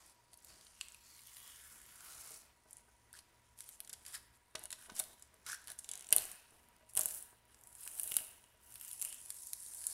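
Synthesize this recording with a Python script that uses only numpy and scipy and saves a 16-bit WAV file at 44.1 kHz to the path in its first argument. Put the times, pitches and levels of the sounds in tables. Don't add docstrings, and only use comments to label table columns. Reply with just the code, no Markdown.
import sys
import numpy as np
from scipy import signal
from scipy.fft import rfft, irfft
from scipy.io import wavfile
from scipy.ndimage import uniform_filter1d

SR = 44100
rng = np.random.default_rng(int(sys.argv[2]) if len(sys.argv) > 2 else 0)


def wrap_up_sound(samples):
    columns = np.atleast_2d(samples).T
    tamed = np.clip(columns, -1, 1)
    steps = np.round(tamed * 32767).astype(np.int16)
    wavfile.write(sys.argv[1], SR, steps)


N = 437913

# f/Hz, level/dB
HISS_SPECTRUM = [(12, -31), (20, -3), (65, 8.5), (124, -9), (169, -2), (794, -7), (939, -11.5), (1080, -6),
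                 (1950, -7), (2240, -8.5), (4530, -18), (7100, -17.5), (9670, -33), (15200, -17),
                 (16500, -36.5)]
CRACKLE_SPECTRUM = [(1760, -29), (3000, -21), (3480, -19.5), (4640, -10), (6620, -6), (8500, -3),
                    (9600, 0.5), (11600, -6), (15100, -17.5), (16000, -12.5), (16500, -50.5)]
STRIP_SPECTRUM = [(200, -31), (600, -11.5), (1200, 0), (3000, -1), (6000, -2), (9000, -22.5)]
RUB_SPECTRUM = [(20, 6), (50, 3), (120, -5), (300, -3), (640, 0), (900, 3), (1500, -23)]
# f/Hz, width/Hz, level/dB
HUM_BANDS = [(62.6, 31, -81), (115.3, 7.5, -82.5), (237.6, 7.4, -91.5), (958.5, 55, -80), (1955, 70, -89.5)]
# crackle/dB, strip/dB, fizz (top treble) re crackle/dB, rubbing/dB
REST_LEVELS = (-79, -77.5, -16, -79.5)
# t/s, crackle/dB, strip/dB, fizz re crackle/dB, rubbing/dB
PEEL_CURVES = [
    [(.42, -72, -94, -11, -80), (.5, -66, -66, -10, -72.5), (.7, -69, -73.5, -21, -79.5),
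     (.79, -68.5, -70, -12, -82), (.83, -68, -65, -7, -77), (1.005, -73, -74, -5, -93),
     (1.12, -66.5, -66.5, -6, -85), (1.43, -62.5, -65, -2, -91), (1.73, -61, -67.5, -7, -87),
     (1.8, -64, -67, -8, -90), (2.11, -57.5, -58.5, -7, -67), (2.35, -55.5, -61, -9, -70),
     (2.53, -80, -73, -10.5, -77)],
    [(5.78, -66, -78, -12, -77.5), (5.95, -64.5, -60.5, -14, -66.5), (6.09, -72, -68.5, 1, -72),
     (6.133, -64, -58, -16, -49.5), (6.178, -46, -54, -13.5, -53.5), (6.47, -71.5, -70, -18, -82),
     (6.55, -70.5, -73, -12, -67), (6.68, -77, -79, -10.5, -81)],
    [(6.93, -67, -89.5, -9, -78.5), (6.963, -63.5, -57.5, -8, -59.5), (6.986, -43.5, -48, -11, -53),
     (7.056, -49.5, -60.5, -17, -61.5), (7.163, -47.5, -62.5, -2, -66), (7.306, -68.5, -72, -15, -76),
     (7.45, -83.5, -79, -20, -80)],
    [(7.48, -74.5, -73.5, -9, -74), (7.52, -73, -70.5, -14, -78), (7.62, -70.5, -79, -10.5, -72.5),
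     (7.775, -58, -73.5, -14, -76), (7.81, -53, -66, -10, -82), (7.93, -53, -67.5, -11, -67),
     (8.005, -48.5, -64.5, -5, -68.5), (8.178, -46, -62, -12, -64), (8.42, -69.5, -77, -19, -79),
     (8.55, -81, -78, 0.5, -81)],
    [(8.6, -74.5, -77.5, -2, -87), (8.68, -66.5, -74.5, -3, -74), (8.855, -54.5, -66, -6, -81),
     (8.99, -52.5, -72, -14, -71), (9.07, -49, -63, -19, -70), (9.22, -56.5, -70.5, -16, -78.5),
     (9.44, -52.5, -74, -13, -76.5), (9.58, -53.5, -73, -18, -80), (9.93, -46, -65, -17, -66.5)],
]
# t at full strength/s, hold/s, crackle/dB, strip/dB, rubbing/dB
SHORT_TUGS = [(0.001, .11, -67, -68.5, -73), (0.328, .005, -68, -74, -69), (.388, .005, -67.5, -85, -90),
              (2.685, 0.12, -71, -72, -73.5), (3.166, .005, -57.5, -59, -85),
              (3.583, 0.17, -62, -69.5, -76.5), (3.79, 0.074, -72, -75, -72), (3.92, 0.11, -69, -70, -71),
              (4.067, 0.043, -57, -60, -71), (4.146, 0.0042, -45.5, -47.5, -78), (4.22, .05, -72, -80, -86),
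              (4.34, 0.013, -68.5, -71, -82), (4.571, 0.083, -65, -63, -62), (4.727, .005, -55, -57, -64),
              (4.79, 0.072, -60, -63.5, -72), (4.888, 0.051, -65, -66, -61), (4.964, 0.041, -49, -56, -66),
              (5.051, 0.088, -66, -67, -67), (5.177, 0.088, -73, -72, -86), (5.48, 0.06, -53.5, -51, -86),
              (5.593, 0.1, -69, -67.5, -76), (5.693, 0.018, -54.5, -54.5, -61.5),
              (6.9, 0.0065, -61.5, -76, -80)]
# t/s, low f/Hz, its share/dB, upper f/Hz, its share/dB,
# lift of the crackle under 7.6 kHz/dB
FREE_STRIP = [(0, 2310, -8, 4310, -11.5, 3.5), (.5, 3540, -1.5, 4634, 7.5, 5.5),
              (.85, 2634, 7, 4236, -4.5, 5), (1.1, 2420, 1, 4620, 9.5, 9), (1.22, 2165, 0, 4520, -4, 1),
              (1.27, 2160, -0.5, 3200, 0, 7), (1.48, 1900, 8, 3240, 11.5, 6),
              (1.72, 1500, 13.5, 3060, -1, 0), (2.05, 1300, -6.5, 3240, -17, 2.5),
              (3.5, 1623, -11.5, 3016, -11.5, 3), (4.5, 1610, 0.5, 3420, -15.5, -8),
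              (5.5, 1567, -3, 3920, -5.5, 6.5), (5.7, 1646, 3, 2960, -9, 1),
              (6.13, 1625, -7, 2810, 3, -1.5), (7.8, 1600, 1.5, 2750, -10, -7.5),
              (8.15, 1687, -13, 2880, 10, -12), (8.65, 1510, 7, 2820, 0.5, 0.5),
              (9.1, 1665, -14, 2850, 8, -6.5), (9.4, 1604, -9.5, 3760, -3.5, -4.5),
              (9.93, 1678, 6, 3800, -18, -5)]
# f/Hz, t60/s
GARAGE_DECAY = [(200, 0.7), (1000, .6), (4000, 0.57), (10000, 0.26), (16000, 0.66)]
# t/s, level/dB, centre f/Hz, strip share/dB, strip f/Hz, t60/s
GLUE_SNAPS = [(.3325,-45.5,9400,-14,3860,0.018),(.3409,-47,9700,-14,4300,0.0087),(.374,-48,10600,-26,2540,0.012),(.447,-41,10200,-16,4210,0.0039),(.4708,-47,7750,-16,4560,.0039),(.6108,-53,8700,0,4390,.0073),(.6673,-55,9300,0,4020,.0102),(.8114,-27.5,8000,-7,3000,0.0067),(.8846,-39,8250,-11,2920,.0051),(.9212,-40,7100,-24,3100,0.003),(.9457,-41.5,8750,-11,2760,.0058),(1.1918,-47,12300,-4,2390,0.0059),(1.2718,-41,10500,-16,4150,0.0037),(1.3683,-43,9600,-6,3650,0.0086),
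              (2.709,-41,9900,-28,3410,.0055),(2.73,-38.5,9450,-29,3970,0.014),(2.7692,-36.5,8700,-20,3340,0.0027),(2.7833,-46,9100,-29,4050,0.0052),(3.1295,-39.5,9700,-16,3650,0.0062),(3.1892,-44.5,9800,-4.5,4620,0.015),(3.5886,-39.5,10000,-11,3230,0.0076),(3.6057,-32.5,10100,-12,4150,0.0064),(3.6903,-37.5,10400,-11,3930,.0064),(3.725,-47,8800,-23,3980,.0022),(3.8036,-31,10300,-11.5,3770,0.0061),(3.8474,-44,8800,-10,4780,0.012),(3.875,-41,9300,-12,2230,0.011),(3.8949,-33,8500,-23,3310,0.01),(3.8973,-42,9300,-6,3800,0.021),(3.9297,-34,9500,-12,4800,.025),(3.9356,-38,9000,-6.5,3200,0.0092),(4.0518,-43,9500,-5,5150,.006),(4.064,-34,9100,-10,4940,.0092),(4.0816,-40,9500,-10,3140,.0033),
              (4.554,-31,8250,1,3380,0.01),(4.5932,-35,9700,-26,3980,.0052),(4.6327,-45,9300,-24,3830,0.0098),(4.6383,-30,9100,-26,4360,0.0046),(4.6555,-30.5,8700,-16.5,4030,0.0088),(4.705,-34,8800,-10,3900,.011),(4.7165,-34,9050,-20,3730,.01),(4.7273,-30.5,9200,-6,3770,0.012),(4.8991,-50.5,6540,10.5,1970,0.0077),(4.9532,-38,10100,-15,3760,.0025),(4.992,-26,9800,-19,4810,0.025),(4.997,-19.5,10100,-15.5,4170,.015),(5.0387,-36,9200,-12,4500,0.0071),(5.196,-51,9100,-26,3470,.012),(5.224,-40,8600,-15,5100,0.011),(5.342,-49.5,9150,-18,2460,0.0075),(5.4642,-37.5,9250,-6,2450,0.02),(5.5188,-33.5,9050,-13.5,3700,.011),(5.5448,-32,9200,-18,2540,.0061),(5.642,-48,9000,-22,2150,.0043),(5.6733,-37,10900,-8.5,4010,0.005),(5.6814,-35,10500,-9.5,3650,0.0067),(5.702,-34.5,10200,-8,4350,0.0064),(5.718,-34.5,10400,-14,3630,.008),(5.7888,-32,8400,-24,3870,0.012),(5.7928,-32,8650,-24,3530,0.0057),(5.8442,-37,8300,-11.5,3700,0.011),
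              (5.8901,-30.5,8400,-13,3340,0.013),(5.9143,-26.5,8300,-15.5,3590,0.01),(5.9356,-30.5,8400,-14,3670,0.012),(5.9545,-32,8900,-12.5,3830,.0051),(5.9762,-32.5,8500,-17.5,3760,0.0041),(5.9943,-37,8550,-20.5,3230,0.0062),(6.0087,-36,8550,-13.5,3250,0.0047),(6.024,-41,8200,-19,3400,.0062),(6.0447,-41,8000,-13,3600,.0063),(6.0685,-40,8200,-18.5,3300,.0061),(6.0892,-36,8300,-16,3450,0.0092),(6.1065,-32,8400,-26,3630,.0049),(6.1189,-35,8200,-19,3640,.0048),(6.1259,-9,9600,-13.5,2900,0.013),(6.1274,-35.5,9000,3.5,2720,0.016),(6.164,-7,10500,-28.5,3000,.0035),(6.173,-28,9700,-19,2910,.0038),(6.1822,-17.5,9800,-15,4100,0.0056),(6.2211,-29,11200,-16,4450,0.0055),(6.2538,-28.5,9600,-32,3540,.0073),(6.316,-32.5,9600,-21,3170,0.0052),(6.687,-49,10600,-11,3450,0.0033),(6.7653,-52.5,9500,-7,2060,0.0031),
              (6.8958,-43,10800,-16,2970,.0065),(6.9357,-40,10300,-28,3470,.0072),(6.9522,-26,10100,-24,3050,0.0049),(6.9626,-28,9700,-27.5,3000,.0041),(6.9688,-18,9600,-20,3480,.0028),(6.9732,-13.5,9700,-21,3030,0.014),(6.993,-17.5,10600,-42.5,4100,0.0092),(7.01,-19,9000,-16,4970,0.0027),(7.015,-17,10300,-29,3850,0.0019),(7.0342,-20,10800,-35,3440,.0031),(7.0578,-14,11400,-27,2590,0.0049),(7.0875,-29,9800,-14,4680,.0034),(7.141,-33,11800,-23,3830,0.0027),(7.2254,-34,10500,-29,4070,.0071),(7.4534,-56,11300,-20.5,2790,.0042),(7.545,-48.5,8200,-8,3900,.0061),(7.612,-46,9300,-30,2770,.0055),(7.6373,-44,9500,-25,3070,0.0043),(7.6722,-41.5,9700,-21,2720,0.0065),(7.7523,-36,10100,-21.5,2970,0.0025),(7.8524,-36,10800,-17.5,2530,.0055),(7.8763,-29.5,10800,-9.5,2830,0.0036),(7.9874,-37,9800,-15.5,3080,.0076),(7.9976,-17,10200,-21,3960,0.0019),(8.033,-26,10800,-32,2900,0.0077),(8.0768,-35,10800,-29,3710,0.0059),(8.103,-44,9800,-18.5,2870,.0071),(8.1145,-31.5,11600,-12,3100,0.0066),(8.1189,-23,11500,-11,2850,.0049),(8.1415,-25,9500,-16.5,3390,.0037),(8.1673,-10.5,11000,-18.5,2920,0.0046),(8.1867,-38,10400,-2,3170,0.0064),(8.2036,-32,10600,-16,2910,.0044),(8.4405,-48.5,9500,-3,2920,0.0026),
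              (8.7234,-39.5,9900,-20,3220,0.0028),(8.7413,-38,9400,-21,3050,.0046),(8.7562,-35.5,10700,-10,2980,0.0088),(8.8119,-35,10600,-14.5,3160,.0048),(8.849,-31,10000,-20,3210,0.0034),(8.913,-36,9800,-13.5,3120,.0036),(8.9315,-29.5,10500,-27,3810,.0038),(9.0145,-23.5,9800,-19,4400,0.0055),(9.0189,-26,8900,-34,4690,0.0073),(9.0248,-24,9350,-15,3230,.0042),(9.0497,-21.5,10300,-21,2940,0.0053),(9.1265,-32.5,9900,-12,2930,0.0073),(9.3041,-26.5,9100,-13,5300,.0057),(9.4704,-36.5,9800,-21,4930,.012),(9.5332,-20,8500,-15,4800,0.0019),(9.6628,-34,8700,-15,4600,.0051),(9.84,-39,9600,-3,4790,.0029),(9.8685,-15,9550,-26.5,4970,.0029)]
# f/Hz, level/dB, t60/s
PANEL_MODES = [(85, -14, 0.14), (228, 2.5, 0.074), (257, -8.5, 0.076), (324, -7, 0.11), (454, -2, 0.16),
               (638, 4.5, 0.092), (775, 1, 0.069), (974, 7, 0.074), (1202, 15.5, 0.02), (1504, 13.5, 0.056)]
# t/s, level/dB, best excited f/Hz, bass share/dB
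PANEL_JOLTS = [(2.035, -55, 1270, -15), (2.096, -60, 1210, -16), (2.308, -51.5, 452, -24),
               (2.657, -53.5, 447, -25), (2.882, -57, 633, -16), (3.891, -54.5, 431, -27),
               (3.924, -52.5, 433, -15), (4.551, -35, 686, -34), (4.724, -58, 581, -21),
               (4.896, -40.5, 940, 3), (4.919, -46.5, 231, 13), (5.002, -37, 950, -31),
               (5.338, -54, 439, -24), (5.89, -56, 432, -16), (6.122, -35.5, 624, -30),
               (6.164, -37.5, 600, -9), (6.182, -39, 705, -19), (6.522, -52, 592, -24.5),
               (6.809, -53.5, 646, -22), (6.829, -55, 635, -10), (6.971, -32.5, 622, -24),
               (6.992, -36.5, 636, -13), (7.055, -44, 645, -19), (7.328, -52, 1106, -21),
               (7.864, -47, 1200, -13), (7.994, -51, 606, -16.5), (8.059, -51, 624, -20),
               (8.116, -45, 630, -7), (8.166, -43.5, 625, 2), (8.209, -48, 633, -15),
               (8.543, -58, 535, -4.5), (9.027, -50, 1090, -22), (9.529, -62, 910, -17)]
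# t/s, rise/s, hold/s, fall/s, level/dB, low f/Hz, middle f/Hz, middle share/dB,
# top share/dB
RASPING_TUGS = [(3.128, 0.01, 0.01, 0.038, -62.5, 1590, 4770, -3, -4),
                (4.123, 0.028, 0.0043, 0.023, -57, 1700, 5070, 5.5, 0.5),
                (5.455, 0.011, 0.075, .04, -51, 1415, 5700, -3, -8.5)]

HISS_DB, BAND_LIMIT_HZ = -74.5, 15750
TUG_RISE_DB_PER_S, TUG_FALL_DB_PER_S = 640, 450
LID_HZ, LID_WIDTH_HZ, LID_DB = 636.3, 30, -10.5
TICK_OVER_CRACKLE_DB, TICK_SPREAD_DB, TICK_STRIP_DB, TICK_T60_S = 11.5, 3.5, -15, 0.0028
RASP_EDGE_DB, RASP_GLIDE_PER_S, RASP_TOP_HZ = -29, 1.6, 8700


def gain_of(db):
    return 10 ** (np.asarray(db) / 20)


def unit_rms(x):
    return x / np.sqrt(np.mean(x ** 2) + 1e-20)


def value_at(points, hz):
    f, value = np.transpose(points)
    return np.interp(np.log(hz + 1), np.log(f + 1), value)


def follow(rows, t=None):
    times, *columns = np.transpose(rows)
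    return [np.interp(np.arange(N) / SR if t is None else t, times, c) for c in columns]


def coloured(x, spectrum):
    hz = abs(np.fft.fftfreq(4096, 1 / SR))
    log_gain = np.log(gain_of(np.maximum(value_at(spectrum, hz), -100)))
    taps = np.fft.ifft(np.exp(np.conj(signal.hilbert(log_gain)))).real[:2048]
    return signal.oaconvolve(x, taps)[:N]


def resonate(x, hz, width_hz):
    carrier = np.exp(2j * np.pi * np.cumsum(hz * np.ones(len(x))) / SR)
    pole = np.exp(-np.pi * width_hz / SR)
    return 2 * (carrier * signal.lfilter([1 - pole], [1, -pole], x / carrier)).real


def background():
    waver = unit_rms(uniform_filter1d(uniform_filter1d(rng.standard_normal(N), 6000), 6000))
    hiss = gain_of(HISS_DB + 1.7 * waver) * unit_rms(coloured(rng.standard_normal(N), HISS_SPECTRUM))
    drive = rng.standard_normal(N)
    return hiss + sum(gain_of(db) * unit_rms(resonate(resonate(drive, hz, width), hz, width))
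                      for hz, width, db in HUM_BANDS)


def pull_levels():
    t = np.arange(N) / SR
    levels = np.repeat(np.array(REST_LEVELS, float)[:, None], N, 1)
    for curve in PEEL_CURVES:
        span = slice(round(curve[0][0] * SR), round(curve[-1][0] * SR))
        levels[:, span] = follow(curve, t[span])
    for start, hold, crackle_db, strip_db, rub_db in SHORT_TUGS:
        span = slice(max(round(start * SR) - SR // 10, 0), round((start + hold) * SR) + SR // 5)
        age = t[span] - start
        drop_db = np.maximum(-TUG_RISE_DB_PER_S * age, TUG_FALL_DB_PER_S * np.maximum(age - hold, 0))
        for row, db in ((0, crackle_db), (1, strip_db), (3, rub_db)):
            levels[row, span] = np.maximum(levels[row, span], db - drop_db)
    return levels


def glue_threads(per_s, spread_db, burst_s):
    size = gain_of(spread_db * np.minimum(rng.exponential(1, N), 4))
    breaks = size * (rng.random(N) < per_s / SR)
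    power = signal.lfilter([1], [1, -np.exp(-1 / (burst_s * SR))], breaks ** 2)
    return unit_rms(np.sqrt(power) * rng.standard_normal(N))


def creased_paper(x, brief_db, lasting_db):
    spectra = signal.stft(x, nperseg=256)[2]
    brief, lasting = rng.standard_normal((2, *spectra.shape))
    brief = unit_rms(uniform_filter1d(uniform_filter1d(brief, 8, axis=0), 20, axis=1))
    lasting = unit_rms(uniform_filter1d(uniform_filter1d(lasting, 2, axis=0), 110, axis=1))
    spectra *= gain_of(brief_db * brief + lasting_db * lasting)
    return unit_rms(signal.istft(spectra, nperseg=256)[1][:N])


def peel(crackle_db, strip_db, fizz_db, rub_db):
    low_hz, low_db, upper_hz, upper_db, lift_db = follow(FREE_STRIP)
    glue = glue_threads(per_s=5900, spread_db=5.0, burst_s=0.00078)
    crackle = creased_paper(coloured(glue, CRACKLE_SPECTRUM), brief_db=-1.5, lasting_db=-0.5)
    dull = signal.sosfiltfilt(signal.butter(4, 7600, fs=SR, output="sos"), crackle)
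    fizz = signal.sosfiltfilt(signal.butter(4, 11800, "high", fs=SR, output="sos"), crackle)
    crackle += (gain_of(fizz_db) / np.std(fizz) - 1) * fizz + (gain_of(lift_db) - 1) * dull

    sparse_glue = glue_threads(per_s=1700, spread_db=2.5, burst_s=0.00078)
    rustle = unit_rms(coloured(0.46 * glue + 1.1 * sparse_glue, STRIP_SPECTRUM))
    low = gain_of(low_db) * resonate(rustle, low_hz, width_hz=260)
    upper = gain_of(upper_db + 1) * resonate(rustle, upper_hz, width_hz=520)
    strip = creased_paper(rustle + low + upper, brief_db=1.0, lasting_db=1.94)

    rub = unit_rms(coloured(rng.standard_normal(N), RUB_SPECTRUM))
    rub += gain_of(LID_DB) * unit_rms(resonate(rub, LID_HZ, LID_WIDTH_HZ))
    return gain_of(crackle_db) * crackle + gain_of(strip_db - 2) * strip + gain_of(rub_db - 4.5) * rub


def garage(x):
    taps = np.zeros(SR)
    starts = np.arange(120, SR - 20, 20)
    taps[starts + rng.integers(0, 20, len(starts))] = rng.choice([-1., 1.], len(starts))
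    hz, t, spectra = signal.stft(taps, SR, nperseg=256)
    early = gain_of(20 - 60 * t / 0.016)
    late = gain_of(-60 * t / value_at(GARAGE_DECAY, hz)[:, None])
    response = signal.istft(spectra * (early + late), SR, nperseg=256)[1]
    return signal.fftconvolve(x, response / np.linalg.norm(response))[:N]


def ticks(crackle_db, count=300):
    when, size, centre, pitch = rng.random((count, 4)).T
    times = when * (N - 1) / SR
    excess_db = TICK_OVER_CRACKLE_DB - TICK_SPREAD_DB * np.log(1 - .95 * size)
    levels = crackle_db[(times * SR).astype(int)] + excess_db
    return [(start, db, 8800 + 1900 * c, TICK_STRIP_DB, 2700 + 2100 * p, TICK_T60_S)
            for start, db, c, p in zip(times, levels, centre, pitch)]


def snaps(rows):
    t, hz = np.arange(1024) / SR, np.fft.rfftfreq(1024, 1 / SR)
    noises = rfft(rng.standard_normal((len(rows), 2, 1024)))
    out = np.zeros(N + 1024)
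    for (start, db, centre_hz, strip_db, strip_hz, t60), noise in zip(rows, noises):
        fade = gain_of(-60 * t / np.clip(t60, .002, .05)) * np.minimum(t / 0.00026, 1)
        band_db = 0.5 * value_at(CRACKLE_SPECTRUM, hz) - 70 * np.log(hz / centre_hz + 0.00078) ** 2
        crack = unit_rms(irfft(noise[0] * gain_of(band_db))) * fade
        crack /= abs(crack).max()
        hump = 1.5 * np.minimum(hz / strip_hz, 1) + 1 / (1 + ((hz - strip_hz) / 450) ** 2)
        flap = unit_rms(irfft(noise[1] * gain_of(value_at(STRIP_SPECTRUM, hz)) * hump)) * fade ** 0.53
        out[round(start * SR):][:1024] += gain_of(db) * (crack + gain_of(strip_db - 3) * flap)
    return out[:N]


def strip_ring(x):
    low_hz, low_db, upper_hz, upper_db, _ = follow(FREE_STRIP)
    low = gain_of(low_db - 0.5) * resonate(x, low_hz, width_hz=260)
    upper = gain_of(upper_db - 2) * resonate(x, upper_hz, width_hz=290)
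    return x + low + upper


def panel_knocks():
    t, out = np.arange(SR // 4) / SR, np.zeros(N + SR)
    pushes = rng.standard_normal((len(PANEL_JOLTS), 256)) * np.exp(-np.arange(256) / 72)
    for (start, db, near_hz, bass_db), push in zip(PANEL_JOLTS, pushes):
        ring = np.zeros(len(t))
        for hz, mode_db, t60 in PANEL_MODES:
            coupling_db = bass_db if hz < 300 else -17 * abs(np.log(hz / near_hz))
            ring += gain_of(mode_db + coupling_db - 60 * t / t60) * np.sin(2 * np.pi * hz * t)
        knock = signal.oaconvolve(push, ring)
        out[round(start * SR):][:len(knock)] += gain_of(db - 3.5) * knock / abs(knock).max()
    return out[:N]


def rasps():
    slips, out = glue_threads(per_s=1600, spread_db=5.5, burst_s=0.00032), np.zeros(N)
    for start, rise, hold, fall, db, low_hz, mid_hz, mid_db, top_db in RASPING_TUGS:
        t = np.arange(0, rise + hold + fall, 1 / SR)
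        span = slice(round(start * SR), round(start * SR) + len(t))
        glide_hz = low_hz * (1 + RASP_GLIDE_PER_S * t)
        ring = unit_rms(resonate(resonate(slips[span], glide_hz, 450), glide_hz, 450))
        ring += gain_of(mid_db) * unit_rms(resonate(slips[span], mid_hz, 760))
        ring += gain_of(top_db) * unit_rms(resonate(slips[span], RASP_TOP_HZ, 1000))
        shape_db = RASP_EDGE_DB * np.maximum(np.maximum(1 - t / rise, (t - rise - hold) / fall), 0)
        out[span] += gain_of(db + shape_db) * ring * signal.windows.tukey(len(ring), .15)
    return out


def scene():
    levels = pull_levels()
    hits = strip_ring(snaps(GLUE_SNAPS + ticks(crackle_db=levels[0]))) + panel_knocks()
    peeling = peel(*levels) + rasps()
    echoes = garage(gain_of(-9) * hits + gain_of(-8.5) * peeling)
    return (hits + peeling + echoes + background())[None]


def record(dry):
    lowpass = signal.firwin(255, BAND_LIMIT_HZ, window=("kaiser", 9), fs=SR)
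    return signal.oaconvolve(dry, lowpass[None], "same")


dry = scene()
out = record(dry)
wrap_up_sound(out)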